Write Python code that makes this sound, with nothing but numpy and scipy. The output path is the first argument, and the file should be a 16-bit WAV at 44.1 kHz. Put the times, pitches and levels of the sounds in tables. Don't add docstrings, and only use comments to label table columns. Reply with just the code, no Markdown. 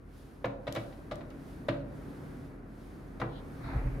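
import sys
import numpy as np
from scipy import signal
from scipy.fft import rfft, irfft
from scipy.io import wavfile
from scipy.ndimage import uniform_filter1d

SR = 44100
rng = np.random.default_rng(int(sys.argv[2]) if len(sys.argv) > 2 else 0)


def unload_wav(signal):
    wavfile.write(
        sys.argv[1],
        SR,
        np.round(np.clip(np.atleast_2d(signal).T, -1, 1) * 32767).astype(np.int16),
    )


N = 176400
WIDE_HZ = 648

# time_s, gain_db
ROOM_SWELL = [(0, -7), (1.0, -1.5), (2.25, 2), (2.7, -3), (3.5, 1.5)]


def undb(db):
    return 10 ** (np.asarray(db) / 20)


def seconds(length):
    return np.arange(int(length * SR)) / SR


def on_log_axis(hz, points):
    points = np.array(points, float)
    return np.interp(np.log(np.maximum(hz, 1)), np.log(points[:, 0]), points[:, 1])


def curve(points):
    return undb(np.interp(np.arange(N) / SR, *np.array(points, float).T))


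def noise(colour, width=1, size=N):
    hz = np.maximum(np.fft.rfftfreq(size, 1 / SR), 1)
    skirts = (1 + (hz / colour[-1][0]) ** 20) * (1 + (colour[0][0] / hz) ** 20)
    mid, side = rfft(rng.standard_normal((2, size))) * undb(on_log_axis(hz, colour)) / np.sqrt(skirts)
    mid = irfft(mid, size)
    side = irfft(side * width * hz / np.hypot(hz, WIDE_HZ), size)
    return np.array([mid + side, mid - side]) / mid.std()


def drift(rate_hz):
    step = int(SR / rate_hz)
    glide = uniform_filter1d(np.repeat(rng.standard_normal(N // step + 2), step), step)[:N]
    return glide / glide.std()


def fade(t, t60_s):
    return np.exp(-np.log(1000) * t / t60_s)


def rise(t, rise_s):
    return 1 - np.exp(-t / rise_s)


def ring(modes, t):
    spot, load = rng.standard_normal((2, len(modes)))
    spot_db, detune = 1.4 * spot, 1 + .012 * load
    return sum((-1) ** k * undb(db + spot_db[k]) * np.sin(2 * np.pi * hz * detune[k] * t) * fade(t, t60)
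               for k, (hz, db, t60) in enumerate(modes))


def add(out, start_s, sound):
    i = int(start_s * SR)
    out[:, i:i + sound.shape[-1]] += sound[..., :N - i]


def hum():
    # pitch_hz, base_level_db, swell_exponent
    tones = [(43.2, -54, .3), (80, -61.5, .5), (117.2, -60.5, 0.25), (146.1, -57, 2.1), (274.4, -57, 1.8)]
    waver_db, waver_hz = 2.5, 1.94
    out = 0
    for pitch_hz, level_db, swell_exponent in tones:
        gain = undb(level_db + waver_db * drift(4.815)) * curve(ROOM_SWELL) ** swell_exponent
        phase = 2 * np.pi * np.cumsum(pitch_hz + waver_hz * drift(12)) / SR
        out = out + gain * np.sin(phase)
    return np.sqrt(2) * out


def rumble():
    # frequency_hz, relative_db
    colour = [(36, 3.5), (100, -2), (270, 0), (450, -9), (900, -19), (1500, -21), (2600, -33)]
    return undb(-47) * noise(colour) * curve(ROOM_SWELL)


def hiss():
    # frequency_hz, relative_db
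    colour = [(1500, 0.5), (3000, 4), (4500, 2), (8000, -5), (9600, -0.5), (12500, -4), (15500, -10)]
    # time_s, level_db
    envelope = [(.05, -81), (.18, -67.5), (.42, -75), (.56, -82.5), (.8, -67), (1.25, -76), (1.5, -66.5),
                (1.68, -72.5), (1.83, -78.5), (1.96, -69.5), (2.15, -68.5), (2.45, -70), (2.62, -80.5),
                (2.82, -69.5), (3.28, -75), (3.55, -68), (4, -69.5)]
    return noise(colour, width=0.53) * curve(envelope)


def tray_taps():
    # start_s, knock_hz, knock_gain_db, clack_gain_db, clack_cutoff_hz, thump_gain_db
    contacts = [(0.4432, 542, -14.5, -24.5, 2460, -31.5), (0.4575, 554, -30, -43, 4000, -51),
                (.468, 677, -27, -52, 2000, -36.5), (0.6683, 600, -28, -37, 5500, -39.5),
                (0.6755, 590, -19.5, -32, 4300, -33), (0.7504, 530, -27.5, -35.5, 7960, -53),
                (.760, 527, -35, -30.5, 5100, -30.5), (.768, 577, -19.5, -32, 2510, -38.5),
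                (.9246, 596, -56, -49, 5000, -70), (1.111, 610, -51, -36, 5960, -43),
                (1.1176, 594, -20.5, -38, 4700, -39), (1.207, 640, -48, -44, 3500, -40.5),
                (1.304, 594, -60, -48.5, 4010, -56), (1.6849, 575, -15.5, -24.5, 3740, -25),
                (3.199, 600, -33, -36.5, 6460, -36), (3.2146, 566, -37, -24, 1720, -28.5),
                (3.226, 450, -22.5, -37, 1390, -48), (3.248, 447, -33, -45, 1200, -35)]
    # frequency_hz, relative_db
    crack_colour = [(470, 9), (900, 2), (1250, 3.5), (2200, -4.5), (3800, -6.5), (5200, -14), (7500, -19.5),
                    (15000, -14)]
    # pitch_hz, relative_db, t60_s
    clack_modes = [(787, -8.5, 0.1), (1026, -5.5, 0.056), (1160, -9, 0.052), (1275, -8.5, 0.071),
                   (1496, -9, 0.028), (1937, -3.5, 0.039), (2262, -12.5, 0.091), (3500, -3, 0.014),
                   (3874, -5, 0.028)]
    # pitch_hz, relative_db, t60_s
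    floor_modes = [(507.5, -15.5, 0.099), (695, -14, 0.12)]
    # pitch_hz, relative_db, t60_s
    table_modes = [(116.5, -2, 0.46), (151.6, -8, 0.52), (201.2, -4.5, 0.23), (277.5, -3, 0.22),
                   (339.7, -3, 0.21)]
    lean_left, thump_lag_s = undb([[1], [-1]]), 0.00695
    low_cut = signal.butter(2, 440, "high", fs=SR, output="sos")
    out, t = np.zeros((2, N)), seconds(1)
    for start_s, knock_hz, knock_db, clack_db, cutoff_hz, thump_db in contacts:
        crack = undb(-3.5) * noise(crack_colour, width=0.74, size=len(t)) * fade(t, t60_s=0.079)
        clack = (crack + undb(-5) * ring(clack_modes, t)) * rise(t, 0.0017)
        clack = signal.sosfilt(signal.butter(2, cutoff_hz, fs=SR, output="sos"), clack)
        add(out, start_s, undb(clack_db) * clack * lean_left)
        main_mode = np.sin(2 * np.pi * knock_hz * t) * fade(t, t60_s=.056)
        knock = (main_mode + ring(floor_modes, t)) * rise(t, 0.00042)
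        add(out, start_s, undb(knock_db) * signal.sosfilt(low_cut, knock) / 2)
        thump = ring(table_modes, t) * rise(t, 0.001)
        add(out, start_s + thump_lag_s, undb(thump_db) * thump / 2)
    return out


def room_echoes(dry):
    # frequency_hz, t60_s
    decay = [(120, 1.1), (550, .62), (1800, 0.3), (8000, 0.4)]
    # frequency_hz, gain_db
    colour = [(100, -6.5), (500, -1), (2000, -6.5), (10000, -7.5)]
    predelay_s, tail_s = .007, .8
    t = seconds(0.94)
    hz = np.fft.rfftfreq(len(t), 1 / SR)
    mid, side = rfft(rng.standard_normal((2, len(t))))
    side = side * hz / np.hypot(hz, WIDE_HZ)
    stereo = np.array([mid + side, mid - side])
    tail = 0
    for centre_hz in 62.5 * 2 ** np.arange(9):
        band = np.maximum(1 - abs(np.log2(np.maximum(hz, 1) / centre_hz)), 0)
        tail = tail + irfft(stereo * band, len(t)) * fade(t, on_log_axis(centre_hz, decay))
    spectrum = rfft(tail)
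    flattened = spectrum / np.sqrt(uniform_filter1d(abs(spectrum) ** 2, size=30, axis=1))
    tail = irfft(flattened * undb(on_log_axis(hz, colour)), len(t)) * rise(t, 0.00074)
    out = np.zeros((2, N))
    add(out, predelay_s, signal.fftconvolve(dry, tail * (t < tail_s), axes=1))
    return out


def shell_ticks():
    # start_s, gain_db
    touches = [(0.4573, -49), (0.7251, -34), (0.75, -39), (0.761, -55), (1.157, -47), (1.303, -53.5),
               (1.6836, -48), (3.215, -53)]
    # pitch_hz, relative_db, t60_s
    shell_modes = [(5850, -10, 0.029), (6960, -7, 0.011), (9450, -13, 0.025), (11600, -7, 0.012)]
    out, t = np.zeros((2, N)), seconds(0.25)
    for start_s, gain_db in touches:
        burst = noise([(3200, 2.5), (15000, -18)], width=0.74, size=len(t))
        snap = undb(-5) * burst * fade(t, t60_s=0.011)
        add(out, start_s, undb(gain_db) * (snap + ring(shell_modes, t) / 2))
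    return out


def rustles():
    # peak_s, rise_s, fall_s, level_db, low_hz, high_hz
    strokes = [(3.379, 0.047, 0.02, -63.5, 3100, 4530), (3.67, 0.035, 0.084, -66, 3770, 4850),
               (3.736, 0.071, 0.07, -47.5, 624, 2380), (3.88, 0.12, 0.14, -56, 500, 2570)]
    flutter_db, tilt_db = 1.5, -10
    out, t = 0, np.arange(N) / SR
    for peak_s, rise_s, fall_s, level_db, low_hz, high_hz in strokes:
        swell = np.exp(-((t - peak_s) / np.where(t < peak_s, rise_s, fall_s)) ** 2 / 2)
        friction = noise([(low_hz, 0), (high_hz, tilt_db)])
        out = out + friction * swell * undb(level_db + flutter_db * drift(150))
    return out


def table_jostle():
    # frequency_hz, relative_db
    colour = [(33, 2), (42, 1), (60, 1), (95, -21.5), (125, -1.5), (180, -20.5), (300, -23.5), (700, -29.5)]
    # time_s, level_db
    envelope = [(3.58, -51), (3.67, -39), (3.72, -37.5), (3.77, -28.5), (3.81, -38.5), (3.86, -30.5),
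                (3.93, -39), (4, -35.5)]
    landed = np.arange(N) / SR > envelope[0][0]
    return noise(colour) * curve(envelope) * landed


def scene():
    eggs = tray_taps() + shell_ticks()
    return eggs + room_echoes(eggs) + table_jostle() + rustles() + hum() + rumble() + hiss()


def record(dry):
    top_hz = 15700
    return signal.sosfilt(signal.ellip(8, .2, 70, top_hz, fs=SR, output="sos"), dry)


dry = scene()
out = record(dry)
unload_wav(out)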